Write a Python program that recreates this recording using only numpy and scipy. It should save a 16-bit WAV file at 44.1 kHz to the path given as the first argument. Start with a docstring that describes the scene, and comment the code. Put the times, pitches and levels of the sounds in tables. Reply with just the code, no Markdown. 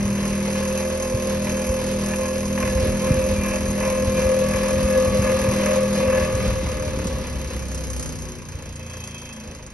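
"""In a small room, an old metal desk fan runs close to a stereo microphone, is switched off after six seconds and coasts.
Its unbalanced rotor shakes the frame in sine lines at multiples of the shaft rate, beside a magnetic drone.
The wire guard sings in wavering modes and rattles in bouts of noise; the dry bearing scrapes once a turn.
Air rushes off the blades as coloured noise, and its draught buffets the microphone in rumble and single puffs."""
import sys
import numpy as np
from scipy import signal
from scipy.fft import rfft, irfft, next_fast_len
from scipy.io import wavfile
from scipy.ndimage import uniform_filter1d

SR = 44100
rng = np.random.default_rng(int(sys.argv[2]) if len(sys.argv) > 2 else 0)


def dump(signal):
    """Clip the signal to [-1, 1] and save it as 16-bit WAV at the path in sys.argv[1]."""
    limited = np.clip(np.atleast_2d(signal).T, -1, 1)
    pcm = np.round(limited * 32767).astype(np.int16)
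    wavfile.write(sys.argv[1], SR, pcm)


N = 429093
TIME = np.arange(N) / SR

# rotor speed: (time [s], speed [turns/s])
SPEED = [(0.0, 40.005), (1.0, 40.317), (1.5, 40.541), (2.2, 40.632), (3.4, 40.868), (4.6, 40.947),
         (5.5, 40.935), (6.1, 40.853), (6.3, 39.698), (6.6, 37.611), (7.0, 36.208), (7.5, 33.568),
         (8.0, 31.492), (8.5, 29.54), (9.0, 28.445), (9.73, 25.859)]
# the stand's response to the throb at twice the shaft rate: (frequency [Hz], level [dB])
THROB = [(52, -48), (60.5, -51), (62.6, -33), (64.8, -29.5), (68, -32), (72, -32.5), (82, -36.5)]
# resonances of the body: (frequency [Hz], width [Hz], level before the order strengths [dB])
BODY = [(39.6, 4, -39.6), (86, 7, -43), (114.7, 3.6, -36.5), (149.9, 15, -35.5), (197, 5, -33),
        (216.9, 6, -32.3), (244.5, 16, -32), (291, 6, -37.5), (327, 24, -47.3), (362.8, 10.5, -37.5),
        (397.5, 15.8, -43), (424.9, 11.4, -39), (468.3, 10.5, -43), (516.5, 11, -28.5),
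        (602.8, 11.6, -41.6)]
# strength of the unbalance at multiples of the shaft rate: (multiple [1], relative level [dB])
ORDERS = [(1, 0), (3, 6.5), (4, -1), (5, 1), (6, -3.5), (7, -4), (8, -.5), (9, -1.5), (12, -1), (13, -3.5),
          (14, 1.5), (19, 1.5)]
# the motor's magnetic pull pulses at twice the mains rate
PULL_HZ = 120
# the motor's drive ends here and dies away with this time constant
DRIVE_ENDS_S, DRIVE_FADE_S = 6.31, 0.22
# level of the frame's drone: (time [s], level [dB])
DRONE = [(0, -25.5), (.95, -30), (1.1, -31), (1.8, -29), (5.3, -27.5), (5.7, -25.5), (6.3, -28.5)]
# drone lines, the pull shifted up by 0, 1 and 2 times the shaft rate: (relative level [dB])
DRONE_LINES = [-19, -16, 0.3]
# a hand steadies the base: (time [s], grip [0-1])
HAND = [(0, 0), (4.1, 0.05), (4.5, 0.81), (7.2, 1), (8.1, 0.2)]
# overall shaking of the guard: (time [s], singing [dB], rattle [dB]), before bouts and trims
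SHAKING = [(0, -45, -33), (0.3, -33, -33.5), (0.8, -26.5, -38), (1.15, -25.5, -36), (1.6, -28, -37.5),
           (2.4, -27, -36.5), (3.2, -25, -33.5), (3.65, -29, -34), (3.9, -21, -31.5), (4.12, -21.5, -35.5),
           (4.3, -20, -33), (4.7, -23, -32.5), (5.05, -17, -34), (5.45, -23, -30.5), (5.75, -22, -30.5),
           (5.95, -22, -34.5), (6.15, -22, -29), (6.3, -27, -33), (6.45, -27, -33.5), (6.85, -29.5, -38),
           (7.2, -35.5, -40), (7.6, -41, -43), (8.55, -65, -46), (9.15, -52, -44.5), (9.73, -58, -49)]
# one bout of shaking, a slow beat of shaft against pull: (share of the beat [0-1], singing [dB], rattle [dB])
BOUT = [(0, -4.5, .8), (.1, -1.5, 2.2), (.25, 0.3, 1.2), (.6, 0.8, -1), (.78, -1.5, -2.6),
        (.92, -5.5, -1.8), (1, -4.5, .8)]
# singing modes of the guard: (pitch [Hz])
SINGING_HZ = [441, 512, 522.7, 542, 603, 605.5, 651, 848, 1054, 1129.5, 1168, 1211, 1686, 1714, 2390, 2592,
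              2645, 2729]
# the same modes: (relative level [dB], share driven by singing rather than rattle [0-1],
# pitch wander [Hz], change under the hand [dB])
SINGING = [(-21.5, 0.72, 2.3, -3.5), (-18, 0.9, 5.07, 9.5), (0.5, 0.99, 1.582, -0.5),
           (-16.5, 0.36, 4.985, 8.5), (-13, 0.75, 1.52, 0.5), (-13, 0.65, 1.52, 0), (-19, 0.54, 1.88, -13),
           (-24.5, 0.25, 1.51, -11), (-16, 0.071, 1.09, -6), (-29, 0.66, 1.1, 14), (-27, 0.15, 2.37, -2),
           (-29.5, 0.6, 1.6, 10.5), (-21, 0.49, 2, 1), (-23.5, 0, 1.96, 3), (-19, 0.14, 3, -8),
           (-23.5, 0.67, 2.92, -7), (-26, 0.2, 3.03, -7), (-30.5, 0, 3.6, -1)]
# how the singing leans to one side: (time [s], left minus right [dB])
LEAN = [(3.3, -1.5), (4.3, 2.5), (6.3, 2), (8, 0.5)]
# chatter of the guard, a knock and its rebound: (share of the turn [0-1], relative level [dB])
CHATTER = [(0, -3.5), (.12, -4), (.16, 1.2), (.27, 3), (.45, -.7), (.6, .7), (.72, -2.5), (1, -3.5)]
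# hard knocks of the guard: (time [s], onset level before the knock trim [dB])
KNOCKS = [(1.47, -24.5), (1.4965, -28), (2.135, -25.5), (2.2542, -30), (2.577, -23.5), (2.6264, -21.5),
          (2.6535, -27), (2.6755, -25), (6.0282, -25), (6.079, -27), (6.127, -23)]
# tone of the rattle: (frequency [Hz], density [dB/Hz])
RATTLE = [(450, -18), (620, 2.5), (750, -11), (960, 1), (1200, -3), (1420, -10.5), (1700, -1.5),
          (1850, -7.5), (2080, -2.5), (2230, -5.5), (2600, -2), (2900, -12), (3500, -20.5), (6000, -36)]
# level of the bearing's scrape: (time [s], level before bouts and trim [dB])
SCRAPING = [(0, -37.5), (3.5, -37), (5.6, -36), (7.35, -43.5), (8.05, -39), (8.45, -47.5), (8.8, -48.0),
            (9.05, -42.5), (9.73, -52)]
# pressure on the bearing: (share of the turn [0-1], relative level [dB])
RUB = [(0, -8), (.06, -4), (.13, 3), (.22, -1), (.3, -1.8), (.45, -3.2), (.65, -4.8), (.8, -6.5), (1, -7.2)]
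# how much the bearing's strokes deepen as the rotor loses its speed
STROKE_DEEPENING = 1.7
# rings of the bearing housing: (frequency [Hz], width [Hz], level over the scrape [dB])
HOUSING = [(3106, 28, 14.5), (4950, 59, -12), (6140, 220, -2), (6435, 38, 7.5), (6650, 33, -11),
           (8600, 22, 15.5), (11330, 190, 0)]
# tone of the scrape: (frequency [Hz], density [dB/Hz])
SCRAPE = [(1500, -6.5), (3000, -12), (3600, -13.5), (4700, -3.5), (5300, -4.5), (6250, 1), (7200, -5),
          (8100, -5.5), (9200, -4.5), (9900, -6.5), (11200, 0.5), (11700, -18), (12300, -43)]
# stray ticks of the bearing: (time [s], onset level [dB])
TICKS = [(5.757, -36), (5.82, -39), (6.351, -28), (7.07, -27), (7.7455, -30), (7.901, -31), (7.9954, -30),
         (8.0263, -29), (8.756, -37), (9.3294, -36), (9.5479, -45), (9.664, -38)]
# tone of a tick: (frequency [Hz], density [dB/Hz])
TICK = [(1500, -18), (3500, -15), (6000, 6), (8000, 7), (11000, -7), (12300, -22)]
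# rings of the rotor's rasp at its critical speed: (frequency [Hz], width [Hz], relative level [dB])
RASP = [(2584, 28, -7), (3230, 100, -13.5)]
# the base rocks and taps the table as the rotor slows: (time [s], peak level [dB])
TAPS = [(6.975, -15), (7.003, -16), (7.031, -20), (7.058, -14.5)]
# air rush: level at full speed before its trim, growth per tenfold speed, extra with a hand in the stream
AIR_DB, AIR_SPEED_DB, AIR_HAND_DB = -35.5, 76.5, 3.5
# tone of the rush: (frequency [Hz], density [dB/Hz])
RUSH = [(40, -7), (100, -0.5), (200, 0), (300, -5), (420, -3.5), (480, 2), (520, 7), (570, 0), (720, -11),
        (1500, -15.5), (4000, -14), (12000, -30.5)]
# draught on the microphone: (time [s], level before gusts and low cut [dB])
DRAUGHT = [(0, -31.5), (.8, -54), (1.6, -42), (2.4, -46), (2.7, -29.5), (3.4, -30), (4.4, -33.5),
           (5.2, -28.5), (5.75, -47), (6.45, -25.5), (6.9, -30.5), (7.4, -34.5), (8.3, -42.5), (8.6, -39),
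           (9, -54), (9.73, -47)]
# tone of the draught: (frequency [Hz], density [dB/Hz])
BUFFET = [(15, -31), (30, -31), (45, -3.5), (62, 2), (85, -5.5), (130, -9.5), (200, -9.5), (350, -22),
          (900, -80)]
# single puffs on the microphone: (time [s], peak level before the low cut [dB], pitch [Hz])
PUFFS = [(0.053, -15.5, 79), (0.33, -21, 70), (1.15, -12.5, 95.5), (1.703, -13, 69), (2.648, -18, 69.5),
         (2.762, -12, 67), (2.832, -14, 78), (2.866, -18, 240), (2.888, -14.5, 74), (3.186, -16, 62),
         (3.312, -17, 75), (3.334, -15, 66), (3.392, -15, 70), (3.51, -20, 70), (3.69, -16, 60),
         (4.08, -14, 73), (4.265, -13, 75), (4.551, -15, 82), (4.776, -18, 70), (4.852, -11.5, 64),
         (5.081, -16, 73.4), (5.197, -11.5, 97), (5.49, -12, 95), (6.083, -19, 78), (6.229, -16, 68),
         (6.35, -12, 77), (6.489, -13, 52), (6.875, -17, 97), (8.554, -23, 77), (9.49, -33, 50.4)]
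# slow air stirring separately round each port: (time [s], level [dB])
STIRRING = [(0, -65), (2.5, -66), (5.5, -60), (6.7, -61), (8, -33.5), (9, -62), (9.73, -67)]
# tone of the stirring: (frequency [Hz], density [dB/Hz])
STIR = [(15, -12), (30, -6), (70, 5.5), (130, 2), (260, -4), (420, -9), (800, -52)]
# phase between the two microphone ports: (frequency [Hz], left lead [rad])
PORTS = [(20, 0), (400, -.1), (520, -.75), (620, -1.4), (720, -1.2), (800, -.1), (1050, -.3), (1130, .7),
         (1300, -.1), (2200, 0), (2700, -.9), (3400, -2.4), (3900, -2.4), (4200, 1.9), (4600, 1.7),
         (4900, 0), (5500, .1), (6300, 1.8), (7000, 3), (8500, 3.2), (9200, 3.8), (9700, 6.2),
         (11500, 6.28)]
# part of scrape and rush that reaches the two ports unrelated: (frequency [Hz], share [0-1])
STRAY = [(2000, 0), (2600, 0.1), (3000, 0.32), (4500, 0.72), (4950, 0), (5500, 0), (6000, 0.3), (6600, 0),
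         (7100, 0), (8300, 0), (9400, 0.16), (10000, 0), (12000, 0)]
# upper edge of the microphone's band
TOP_HZ = 11900


def undb(db):
    """Decibels to gain."""
    return np.exp(np.asarray(db) * (np.log(10) / 20))


def unit(x):
    """Scale to rms 1."""
    return x / np.sqrt(np.mean(x ** 2))


def curves(rows):
    """Each column of a table, joined by straight lines in time."""
    s, *columns = np.transpose(rows)
    return [np.interp(TIME, s, column) for column in columns]


def across(points, hz):
    """Read a spectrum on a log-frequency axis."""
    f, value = np.transpose(points)
    return np.interp(np.log(np.maximum(hz, 1)), np.log(f), value)


def filtered(x, response):
    """Apply a frequency response given as a function of Hz."""
    size = next_fast_len(N + 4096, real=True)
    hz = np.arange(size // 2 + 1) * SR / size
    return irfft(rfft(x, size) * response(hz), size)[:N]


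def colour(x, points):
    """Give a sound a spectrum, at rms 1."""
    return unit(filtered(x, lambda hz: undb(across(points, hz))))


def resonances(modes, hz):
    """Gain of a set of resonances at the given frequencies."""
    power = 0
    for f, width, db in modes:
        detuning = (hz - f) / (width / 2)
        power = power + undb(db) ** 2 / (1 + detuning ** 2) ** 1.206
    return np.sqrt(power)


def ringing(x, modes):
    """Let a sound ring in damped modes, each a simple resonance of given width."""
    return filtered(x, lambda hz: sum(undb(db) / (1 + 2j * (hz - f) / width) for f, width, db in modes))


def noise():
    """White noise."""
    return rng.standard_normal(N)


def walk(rate):
    """Smooth random drift with spread 1; rate in steps per second."""
    k = int(SR / rate)
    steps = np.repeat(rng.standard_normal(N // k + 1), k)
    return unit(uniform_filter1d(steps, k)[:N])


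def each_turn(turns):
    """One random value held through each turn."""
    return rng.standard_normal(1024)[turns.astype(int)]


def drive():
    """Share of the motor's drive: full, then dying away after the switch-off."""
    return np.exp(-np.maximum(TIME - DRIVE_ENDS_S, 0) / DRIVE_FADE_S)


def shaft(turns, speed, softening_db=8.5, trim_db=0.1):
    """Unbalance shakes the body at multiples of the shaft rate; lines swell as they slide through resonances."""
    out = undb(across(THROB, 2 * speed)) * np.sin(4 * np.pi * turns)
    # a slower rotor bumps more softly: high multiples go first
    soft_db = softening_db * np.log10(speed / speed.max())
    # lines waver more as the rotor slows
    waver_db = 1.6 + 4 * (1 - speed / speed.max())
    grid = np.arange(1000)
    body = resonances(BODY, grid)
    for k in [1, *range(3, 20)]:  # the throb is the second multiple
        order_db = np.interp(k, *np.transpose(ORDERS))
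        db = order_db + k * soft_db + trim_db + waver_db * walk(9)
        line = np.sin(2 * np.pi * (k * turns + rng.random()))
        out = out + np.interp(k * speed, grid, body) * undb(db) * line
    return np.sqrt(2) * out


def drone(turns, waver_db=0.0):
    """The magnetic pull, shifted up by multiples of the shaft rate, makes the frame drone."""
    db = curves(DRONE)[0] + waver_db * walk(7.2)
    lines = 0
    for k, line_db in enumerate(DRONE_LINES):
        lines = lines + undb(line_db) * np.sin(2 * np.pi * (PULL_HZ * TIME + k * turns))
    return np.sqrt(2) * undb(db) * drive() * lines


def bouts(turns, sing_waver_db=1.0, rattle_waver_db=0.74, hand_steadying=0.42):
    """Three times the shaft rate beats against the pull: bouts quicken as the rotor gains speed."""
    beat = (3 * turns - PULL_HZ * TIME) % 1
    share, sing_db, rattle_db = np.transpose(BOUT)
    loose = 1 - hand_steadying * curves(HAND)[0]  # the hand evens out the rattle
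    sing_bout_db = drive() * np.interp(beat, share, sing_db) + sing_waver_db * walk(15)
    rattle_bout_db = drive() * loose * np.interp(beat, share, rattle_db) + rattle_waver_db * walk(14)
    return sing_bout_db, rattle_bout_db


def singing(turns, speed, sing_db, rattle_db, rattle_lead_db=5.5, speed_db=35, trim_db=-1.13,
            throb=0.16, flutter_db=3.5, steady_db=0.9):
    """Guard wires ring on, topped up once a turn; loosely driven modes flutter and the hand shifts their balance."""
    out, grip = 0, curves(HAND)[0]
    knocking_db = rattle_db + rattle_lead_db + speed_db * np.log10(speed / speed.max())
    for hz, (mode_db, share, wander_hz, hand_db) in zip(SINGING_HZ, SINGING):
        phase = np.cumsum(hz + wander_hz * walk(14)) / SR
        drive_db = share * sing_db + (1 - share) * knocking_db
        waver_db = steady_db + flutter_db * np.sqrt(max(1 - share, 0))
        own_db = mode_db + hand_db * grip + waver_db * walk(12)
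        out = out + undb(drive_db + own_db) * np.sin(2 * np.pi * phase)
    top_up = 1 + throb * np.cos(2 * np.pi * (turns - .4))
    return np.sqrt(2) * undb(trim_db) * out * top_up


def rattle(turns, db, scatter_db=2.0, limp_db=1.2, trim_db=-2.5, knock_db=-5.0, knock_s=0.0053):
    """The loose guard knocks once a turn, strong and weak by turns, rebounds and chatters until the next knock."""
    knock = turns + .88  # counts up just before each knock
    force_db = scatter_db * each_turn(knock) + limp_db * (-1) ** knock.astype(int)
    shape = undb(np.interp(turns % 1, *np.transpose(CHATTER)))
    floor = shape.min()
    size = undb(db + trim_db) * unit(floor + undb(force_db) * (shape - floor))
    for s, onset_db in KNOCKS:
        size = size + undb(onset_db + knock_db) * (TIME >= s) * np.exp(-np.abs(TIME - s) / knock_s)
    return size * colour(noise(), RATTLE)


def bearing(turns, speed, db, scatter_db=1.22, grit_db=1.5, trim_db=2.0, dulling_db=11, dull_hz=8000):
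    """The dry bearing scrapes on one side of each turn; slower strokes stand apart and grow duller."""
    slowed = 1 - speed / speed.max()
    rub_db = np.interp(turns % 1, *np.transpose(RUB))
    stroke_db = (1 + STROKE_DEEPENING * slowed) * (rub_db - rub_db.mean())
    stroke = undb(stroke_db + scatter_db * each_turn(turns) + grit_db * walk(1500))
    # keep the quarter-second level even, so only the strokes show
    friction = noise() * stroke / np.sqrt(uniform_filter1d(stroke ** 2, size=SR // 4))
    scrape = colour(friction + ringing(friction, HOUSING), SCRAPE)
    top = filtered(scrape, lambda hz: 1 - 1 / (1 + (hz / dull_hz) ** 10))
    lower = (scrape - top) * undb(.5 * dulling_db * slowed)
    return undb(db + trim_db) * (lower + top * undb(-dulling_db * slowed))


def rasp(speed, critical=28, spread=1.0, db=-45):
    """A thin metallic rasp swells and fades as the rotor slows through a critical speed (turns/s)."""
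    swell = np.exp(-((speed - critical) / spread) ** 2)
    return undb(db) * swell * unit(ringing(noise(), RASP))


def ticks(decay_s=0.0098):
    """Now and then the bearing catches with a short bright tick of decaying noise."""
    size = sum(undb(db) * (TIME >= s) * np.exp(-np.abs(TIME - s) / decay_s) for s, db in TICKS)
    return size * colour(noise(), TICK)


def taps(hz=190, decay_s=0.0031, rise_s=0.00098):
    """Dull, quickly damped taps of the rocking base on the table."""
    out = 0
    for s, db in TAPS:
        age = np.clip(TIME - s, -.05, .05)
        swell = np.exp(-np.abs(age) / np.where(age < 0, rise_s, decay_s))
        out = out + undb(db) * swell * np.cos(2 * np.pi * hz * age)
    return out


def air(turns, db, swirl_db=2.5, chop=0.026, trim_db=2):
    """Turbulence leaves the blades in uneven swirls, chopped slightly once a turn."""
    eddies = noise() * undb(swirl_db * walk(18)) * (1 + chop * np.sin(2 * np.pi * turns))
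    return undb(db + trim_db) * colour(eddies, RUSH)


def draught(gust_db=3.0, trim_db=0.0, puff_db=0.0, rise_cycles=0.52, fall_cycles=0.74, low_cut_hz=36):
    """Moving air rumbles on the microphone, with distinct puffs that rise fast and last about one cycle."""
    out = undb(curves(DRAUGHT)[0] + trim_db + gust_db * walk(22)) * colour(noise(), BUFFET)
    for s, db, hz in PUFFS:
        near = np.abs(TIME - s) < .1
        cycles = hz * (TIME[near] - s)
        swell = np.exp(-(cycles / np.where(cycles < 0, rise_cycles, fall_cycles)) ** 2)
        out[near] -= undb(db + puff_db) * swell * np.cos(2 * np.pi * cycles)
    return filtered(out, lambda hz: 1 - 1 / (1 + (hz / low_cut_hz) ** 6))


def bump(s=3.111, db=-8, hz=165, sag_s=0.01, rise_s=0.0046, fall_s=0.012):
    """One heavy thump on the microphone, whose pitch drops as it dies."""
    age = np.clip(TIME - s, -.1, .1)
    cycles = hz * sag_s * (1 - np.exp(-age / sag_s))
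    swell = np.exp(-(age / np.where(age < 0, rise_s, fall_s)) ** 2)
    return -undb(db) * swell * np.cos(2 * np.pi * cycles)


def stray_share(hz):
    """Share of the power that is opposite at the two ports."""
    return np.clip(across(STRAY, hz), 0, 1) / 2


def room(x, t60_s=0.085, damp_hz=4800):
    """A diffuse, dull tail from the walls of a small room: decaying noise, low-passed."""
    age = TIME[:SR // 2]
    tail = rng.standard_normal(len(age)) * np.exp(-np.log(1000) * age / t60_s) * (age > .005)
    wet = signal.fftconvolve(x, tail / np.linalg.norm(tail))[:N]
    return signal.sosfilt(signal.butter(2, damp_hz, fs=SR, output="sos"), wet)


def scene(room_db=-12, clatter_room_db=-14, wind_side_db=-12, bout_in_bearing=0.38, bout_in_modes=0.79):
    """The fan reaches the two ports out of step; the room and stray eddies differ from side to side."""
    speed, = curves(SPEED)
    turns = np.cumsum(speed) / SR + .96
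    sing_bout_db, rattle_bout_db = bouts(turns)
    sing_db, rattle_db = np.array(curves(SHAKING)) + [sing_bout_db, rattle_bout_db]
    scrape_db = curves(SCRAPING)[0] + bout_in_bearing * rattle_bout_db
    air_db = AIR_DB + AIR_SPEED_DB * np.log10(speed / speed.max()) + AIR_HAND_DB * curves(HAND)[0]

    hum = shaft(turns, speed) + drone(turns) + taps()
    song = singing(turns, speed, sing_db, rattle_db + bout_in_modes * rattle_bout_db)
    clatter = rattle(turns, rattle_db) + rasp(speed)
    hiss, other_hiss = (bearing(turns, speed, scrape_db) + air(turns, air_db) for _ in range(2))
    shared_hiss = filtered(hiss, lambda hz: np.sqrt(1 - stray_share(hz)))
    stray = filtered(other_hiss, lambda hz: np.sqrt(stray_share(hz)))
    rough = shared_hiss + clatter + ticks()
    # the wide guard throws its clatter at the walls in all directions
    to_walls = undb(room_db) * rough + undb(clatter_room_db) * clatter
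    wind = draught() + bump()
    eddies = undb(curves(DRAUGHT)[0] + wind_side_db) * colour(noise(), BUFFET)

    channels = []
    for side in (1, -1):  # left, right
        fan = hum + rough + side * stray + song * undb(side * curves(LEAN)[0] / 2)
        direct = filtered(fan, lambda hz: np.exp(.5j * side * across(PORTS, hz)))
        stir = undb(curves(STIRRING)[0]) * colour(noise(), STIR)
        channels.append(direct + room(to_walls) + wind + side * eddies + stir)
    return np.array(channels)


def record(dry):
    """The microphone cuts the top with a steep low-pass."""
    return signal.sosfilt(signal.ellip(10, .2, 80, TOP_HZ, fs=SR, output="sos"), dry)


dry = scene()
out = record(dry)
dump(out)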